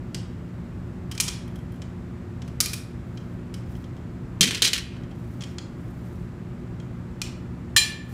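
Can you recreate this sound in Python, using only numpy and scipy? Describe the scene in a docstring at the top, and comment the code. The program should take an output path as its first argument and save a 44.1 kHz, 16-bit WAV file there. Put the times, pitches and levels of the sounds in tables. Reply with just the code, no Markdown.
"""A carpeted, ventilated room: shock-corded tent poles are unfolded, their metal ferrules ticking into the sockets.
Each contact is a chatter of filtered noise impacts; each tube is a sum of decaying bending modes.
One finished pole is let go, thuds and rattles on the floor; a joint of the next one shoots home and rings.
Hands slide along the tubes as shaped noise; coloured noise and wavering tones form the ventilation throughout."""
import sys
import numpy as np
from scipy import signal
from scipy.fft import rfft, irfft, next_fast_len
from scipy.io import wavfile
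from scipy.ndimage import uniform_filter1d, minimum_filter1d

SR = 44100
rng = np.random.default_rng(int(sys.argv[2]) if len(sys.argv) > 2 else 0)


def output_pcm(signal):
    """Save a mono or channel-first signal as 16-bit PCM at the path in sys.argv[1].

    Samples are clipped to [-1, 1] before scaling.
    """
    pcm = np.clip(np.atleast_2d(signal).T, -1, 1) * 32767
    wavfile.write(sys.argv[1], SR, np.round(pcm).astype(np.int16))


N = 358533

# ventilation spectrum: (frequency [Hz], relative density [dB per Hz])
AIR_SPECTRUM = [(20, -23.5), (31, -14.5), (62, 0), (130, -1), (210, -6.5), (300, -10.5), (450, -19.5),
                (790, -25.5), (1300, -27.5), (2000, -32.5), (3200, -41.5), (6000, -48.5), (10000, -55),
                (15500, -59.5)]
# fan and duct tones: (frequency [Hz], rms level [dB], phase drift that broadens the line [Hz])
FAN_TONES = [(119, -41.5, 4), (177.7, -43, 3), (240, -47, 4), (349, -53, 5), (359, -53, 4), (580, -66, 5),
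             (7120, -79, 80), (7900, -81, 150)]
# ferrules meeting their sockets:
# (time [s], relative level [dB], edge [dB], favoured tube pitch [Hz], chatter [s])
CLICKS = [(0.146, -20.5, -14, 4950, 0.0045), (1.114, -25, -6, 3070, .006), (1.122, -30, -16.5, 3240, .003),
          (1.151, -33, -4, 2960, 0.0035), (1.178, -22, -11, 2350, 0.0028),
          (1.201, -6.5, -6.5, 2460, 0.0096), (1.28, -15.5, -15, 3320, 0.0094),
          (1.819, -33.5, -16, 3050, 0.0045), (2.419, -35, -17.5, 3010, 0.0054),
          (2.478, -39, -5, 2740, 0.0061), (2.604, -2.5, -5, 5300, .007), (2.659, -13.5, 3, 2400, 0.002),
          (2.733, -15.5, -3, 2470, 0.0076), (3.174, -34.5, -25, 3210, .004), (3.541, -30, -6, 2950, .005),
          (5.408, -31.5, -23, 3500, 0.0087), (5.421, -29.5, -16, 3260, 0.0045),
          (5.437, -28, -18, 3140, 0.0046), (5.584, -23.5, -28, 3400, 0.0013),
          (6.8, -39.5, -22, 3230, 0.0042), (7.217, -13.5, -13, 2450, 0.0021)]
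# spells of faint ticking while a section shifts in its joint:
# (start [s], end [s], mean relative level [dB], edge [dB])
TICKING = [(1.436, 1.654, -43, 4), (1.716, 1.774, -50, 8), (3.724, 3.967, -43, -14),
           (4.931, 5.142, -43.5, -20)]
# spectrum of a ferrule tick: (frequency [Hz], relative density [dB per Hz])
TICK_SPECTRUM = [(100, -43), (600, -19), (1200, -4.5), (1900, -3), (2500, -2), (3600, -4.5), (5400, -5.5),
                 (7500, -6.5), (10000, -4.5), (15000, -14)]
# modes of tube sections with play in their joints: (frequency [Hz], relative level [dB], t60 [s])
LOOSE_MODES = [(1130, -12, .05), (1760, -16, .1), (2400, -5, .12), (2490, -5, .09), (3000, -4, .1),
               (3190, -1, .11), (3290, -4, .09), (3450, -6, .07), (4010, -4, .08), (4215, -2, .1),
               (4680, -3, .08), (4950, -2, .08), (5280, 0, .08), (5600, -2, .07), (6030, -2, .09),
               (6400, -4, .07), (7400, -4, .07), (8400, -7, .06), (9450, -9, .05)]
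# strokes of skin along the tube: (start [s], end [s], nominal level [dB])
STROKES = [(3.065, 3.347, -75), (3.72, 3.77, -63), (5.138, 5.509, -68), (5.8, 6.199, -68),
           (8.092, 8.13, -61.5)]
# spectrum of sliding skin: (frequency [Hz], relative density [dB per Hz])
SKIN_SPECTRUM = [(1500, -22), (4000, 5), (9000, 3), (15000, 2)]
# the dropped pole hitting the floor:
# (time [s], relative level [dB], chatter [s], t60 of the rattle that follows [s])
BOUNCES = [(4.409, 7.5, 0.0071, 0.15), (4.43, -1, 0.012, 0.5), (4.509, -10, .004, 0.6),
           (4.547, -9.5, 0.0034, 0.21), (4.575, -16, 0.0061, 0.11), (4.621, 4.5, 0.0042, 0.76),
           (4.647, -1, 0.0056, 0.18), (4.732, 0.5, 0.003, 0.16), (4.779, -9, 0.0027, 0.068)]
# spectrum of the pole landing on carpet: (frequency [Hz], relative density [dB per Hz])
THUD_SPECTRUM = [(40, -21.5), (190, 11.5), (320, -5), (520, -14.5), (900, -27), (3000, -62.5)]
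# spectrum of a loose joint knocking: (frequency [Hz], relative density [dB per Hz])
RATTLE_SPECTRUM = [(100, -31.5), (450, -7), (850, -57.5), (1400, -11.5), (2200, -5.5), (3200, 0),
                   (4400, -0.5), (7000, -4), (10000, -6.5), (15000, -17.5)]
# the cord pulls a joint fully home: (time [s], relative level [dB])
SNAPS = [(7.764, -5)]
# spectrum of the joint slamming home: (frequency [Hz], relative density [dB per Hz])
SLAM_SPECTRUM = [(100, -48), (550, -25), (800, -8.5), (1200, -14), (1800, -3), (3200, 6.5), (5500, 6),
                 (8000, 0), (11500, -5.5), (15000, -8)]
# modes of the tightly seated pole: (frequency [Hz], relative level [dB], t60 [s])
SEATED_MODES = [(1170, -11, .12), (1745, -11, .7), (1770, 7, .08), (1820, -1, .1), (2385, -3, .38),
                (2411, -3, .36), (3005, -6, .2), (3190, 0, .3), (3340, -6, .18), (4066, 5, .26),
                (4088, -1, .36), (5110, -7, .38), (5250, -5, .2), (6025, -9, .3), (7161, 0, .31),
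                (8257, -6, .24), (9330, -6, .23), (10570, -10, .2)]
# reverberation of the room: (frequency [Hz], t60 [s])
ROOM_DECAY = [(200, 0.4), (1000, 0.83), (3000, 0.52), (6000, 0.37), (10000, 0.35), (15000, 0.26)]

AIR_DB = -36.5  # rms level of the rush
SOFT_DB, THINNING = -31.5, 0.5  # a click harder than this loses body, in dB per dB
FERRULE_HZ = 5370
RING_DB, RING_LOSS = 2.5, 0.2  # ring against a soft tick [dB], and its loss per dB of force
GRIP_T60_S = 0.31  # the hand around the tube shortens its ring
FAINT_TUBE_HZ, FAINT_CHATTER_S = 3170, 0.005
STROKE_RISE_S, STROKE_T60_S = 0.04, 0.45  # time constant of the swell; release
RATTLE_GAPS_S = (0.00315, 0.0147)  # shortest and longest gap between knocks
RATTLE_DB, RATTLE_CHATTER_S = -5.5, 0.0048  # rattle against its bounce; chatter of each knock
# body of a 0 dB knock [dB], body lost per dB of force, edge [dB]
BOUNCE_BODY_DB, BOUNCE_THINNING, BOUNCE_EDGE_DB = 1, 0.69, -4.5
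OVERLOAD = 1.4  # level at which the microphone saturates (full scale 1)
TOP_HZ = 15600  # upper band limit


def amp(db):
    """Level in dB expressed as an amplitude ratio."""
    return 10 ** (np.asarray(db) / 20)


def unit(x):
    """Normalization to an rms of 1."""
    return x / np.sqrt(np.mean(x ** 2) + 1e-20)


def along(points, hz):
    """Linear interpolation of (frequency [Hz], value) points on a log-frequency axis."""
    f, v = np.transpose(points)
    return np.interp(np.log(hz + 1), np.log(f + 1), v)


def fade(t, t60):
    """Exponential decay: 60 dB in t60 seconds."""
    return np.exp(-np.log(1000) * t / np.maximum(t60, 1e-4))


def noise(gain, size):
    """Spectral shaping: white noise filtered by a gain over frequency, at rms 1."""
    m = next_fast_len(size)
    spectrum = rfft(rng.standard_normal(m)) * gain(np.fft.rfftfreq(m, 1 / SR))
    return unit(irfft(spectrum, m)[:size])


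def add(track, s, sound):
    """Superposition: a sound is summed into the track from time s."""
    part = track[round(s * SR):]
    part[:len(sound)] += sound[:len(part)]


def ventilation():
    """Broadband flow noise with fan tones whose lines are broadened by a random walk of phase."""
    rush = amp(AIR_DB) * noise(lambda hz: amp(along(AIR_SPECTRUM, hz)), N)
    t = np.arange(N) / SR
    for hz, db, width in FAN_TONES:
        drift = np.cumsum(rng.standard_normal(N)) * np.sqrt(np.pi * abs(width) / SR)
        phase = 2 * np.pi * hz * t + uniform_filter1d(drift, size=128)
        rush = rush + amp(db) * np.sqrt(2) * np.sin(phase)
    return rush


def tilt(hz, body_db, edge_db):
    """Contact stiffness as spectral balance: body below 1.9 kHz against edge above 11 kHz."""
    return along([(1900, body_db), (5200, 0), (7000, 0), (11000, edge_db)], hz)


def bump(hz, centre_hz, height_db):
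    """A resonance in dB, at half its height about a semitone from the centre."""
    return height_db / (1 + (np.log(hz / centre_hz + 1e-9) / 0.057) ** 2)


def crack(colour, hold, t60, grain_db, first_db):
    """Impact excitation: a hard first contact, a few ms of tiny impacts, then a fast decay."""
    t = np.arange(SR // 2) / SR
    impacts = amp(grain_db * noise(lambda hz: 1 / (1 + (hz / 600) ** 4), len(t)))
    burst = unit(impacts * noise(lambda hz: amp(colour(hz)), len(t)))
    chatter = fade(np.maximum(t - hold, 0), t60)
    first_contact = amp(first_db) * fade(t, t60=0.0054)
    return burst * (chatter + first_contact)


def ring(modes, scatter_db, pitch_hz=1, focus_db=0):
    """Modal superposition: bending modes of the tube, weighted by the place of contact."""
    t = np.arange(SR // 2) / SR
    hz, db, t60 = np.transpose(modes)[:, :, None]
    scatter = scatter_db * rng.standard_normal(hz.shape)
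    size = amp(db + bump(hz, pitch_hz, focus_db) + scatter)
    waves = np.sin(2 * np.pi * (hz * t + rng.random(hz.shape)))
    onset = 1 - fade(t, t60=0.003)
    return np.sum(size * waves * onset * fade(t, t60), axis=0) / np.linalg.norm(size)


def in_room(sound, wet_db, delay):
    """Reverberation: direct sound, then the diffuse answer of the distant walls, by convolution."""
    hz, t, z = signal.stft(rng.standard_normal(SR * 3 // 4), SR, nperseg=256)
    decay = fade(t, along(ROOM_DECAY, hz)[:, None])
    tail = signal.istft(z * decay, SR, nperseg=256)[1]
    tail *= 1 - np.exp(-(np.arange(len(tail)) / SR / delay) ** 2)  # gradual build-up
    response = amp(wet_db) * tail / np.linalg.norm(tail)
    response[0] += 1  # direct sound
    return signal.fftconvolve(sound, response)


def click(db, edge_db, tube_hz, chatter):
    """Force-dependent contact: the harder the ferrule strikes, the thinner it sounds."""
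    excess_db = db - SOFT_DB

    def colour(hz):
        balance = tilt(hz, -THINNING * excess_db, edge_db)
        return along(TICK_SPECTRUM, hz) + balance + bump(hz, FERRULE_HZ, height_db=3)

    tick = crack(colour, hold=chatter, t60=0.03, grain_db=-0.5, first_db=1.5)
    grip = fade(np.arange(len(tick)) / SR, GRIP_T60_S)
    tube = ring(LOOSE_MODES, scatter_db=1.5, pitch_hz=tube_hz, focus_db=14.5)
    tone = amp(RING_DB - RING_LOSS * excess_db) * grip * tube
    tick_heard = in_room(tick, wet_db=-7.5, delay=0.015)
    tone_heard = in_room(tone, wet_db=-12.5, delay=0.015)
    return amp(db - 12.5) * (tick_heard + tone_heard)


def joints():
    """Impact of ferrules in sockets, as sharp clicks and faint uneven ticking; the grip adds damping."""
    track = np.zeros(N)
    for s, db, edge_db, tube_hz, chatter in CLICKS:
        add(track, s, click(db, edge_db, tube_hz, chatter))
    for start, end, db, edge_db in TICKING:
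        slips = rng.random(size=3)
        for k, slip in enumerate(slips):
            s = start + (end - start) * (k + slip) / len(slips)
            tick_db = db + 2 * rng.standard_normal()
            add(track, s, click(tick_db, edge_db, FAINT_TUBE_HZ, FAINT_CHATTER_S))
    return track


def hands():
    """Sliding friction: a faint, uneven hiss of skin that swells, holds and dies away with each stroke."""
    t = np.arange(N) / SR
    strokes = np.zeros(N)
    for start, end, db in STROKES:
        swell = np.exp(np.minimum(t - start, 0) / STROKE_RISE_S)
        release = fade(np.maximum(t - end, 0), STROKE_T60_S)
        strokes += amp(db) * swell * release
    grip_db = 3 * noise(lambda hz: 1 / (1 + (hz / 40) ** 2), N)
    return strokes * amp(grip_db) * noise(lambda hz: amp(along(SKIN_SPECTRUM, hz)), N)


def knock(db, chatter):
    """Impact of a loose joint, each at another place on the tube; soft knocks have more body."""
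    body_db = BOUNCE_BODY_DB - BOUNCE_THINNING * max(db, -20)

    def colour(hz):
        return along(RATTLE_SPECTRUM, hz) + tilt(hz, body_db, BOUNCE_EDGE_DB)

    contact = crack(colour, hold=chatter, t60=0.04, grain_db=2.5, first_db=0)
    tone = ring(LOOSE_MODES, scatter_db=4.5, pitch_hz=rng.uniform(2300, 3600), focus_db=3)
    return amp(db - 16.0) * (contact + amp(-1.5) * tone)


def dropped_pole():
    """Repeated impact: a dull thud on carpet, then loose joints knocking ever softer after each bounce."""
    track, t = np.zeros(N), np.arange(SR // 2) / SR
    thud = fade(t, t60=0.51) * noise(lambda hz: amp(along(THUD_SPECTRUM, hz)), len(t))
    add(track, BOUNCES[0][0], amp(-21) * thud)
    for s, db, chatter, rattle_t60 in BOUNCES:
        bounce = knock(db, chatter)
        for lag in np.cumsum(rng.uniform(*RATTLE_GAPS_S, size=7)):
            sunk_db = 20 * np.log10(fade(lag, rattle_t60))
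            knock_db = db + RATTLE_DB + sunk_db + 1.4 * rng.standard_normal()
            add(bounce, lag, knock(knock_db, RATTLE_CHATTER_S))
        add(track, s, in_room(bounce, wet_db=-12.0, delay=0.0044))
    return track


def seating_joint():
    """Free vibration after impact: a joint shoots home and the whole free length of the pole rings."""
    track = np.zeros(N)
    for s, db in SNAPS:
        slam = crack(lambda hz: along(SLAM_SPECTRUM, hz), hold=0.016, t60=0.07, grain_db=1, first_db=-20)
        blow = in_room(amp(-9) * slam, wet_db=-7, delay=0.015)
        tone = in_room(ring(SEATED_MODES, scatter_db=0.5), wet_db=-14, delay=0.02)
        add(track, s, amp(db) * (tone + blow))
    return track


def scene():
    """Superposition of all sources in one channel."""
    return (ventilation() + joints() + hands() + dropped_pole() + seating_joint())[None]


def limiter(x, ceiling, hold):
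    """Peak limiting: the gain drops at once on a high peak, stays down for a moment and glides back."""
    size = 2 * int(hold * SR / 2) + 1
    needed = ceiling / np.maximum(np.abs(x), ceiling)
    held = minimum_filter1d(needed, size, origin=size // 2, mode="nearest")
    glide = uniform_filter1d(held, size=2001, origin=1000, mode="nearest")
    return x * np.minimum(held, glide)


def record(dry):
    """Saturation, peak limiting and a steep low-pass at the recorder's band limit."""
    rounded = dry / (1 + (np.abs(dry) / OVERLOAD) ** 4) ** (1 / 4)
    limited = limiter(rounded, ceiling=0.78, hold=0.28)
    m = next_fast_len(N + SR // 2)
    low_pass = 1 / (1 + (np.fft.rfftfreq(m, 1 / SR) / TOP_HZ) ** 120)
    return irfft(rfft(limited, m) * low_pass, m)[..., :N]


dry = scene()
out = record(dry)
output_pcm(out)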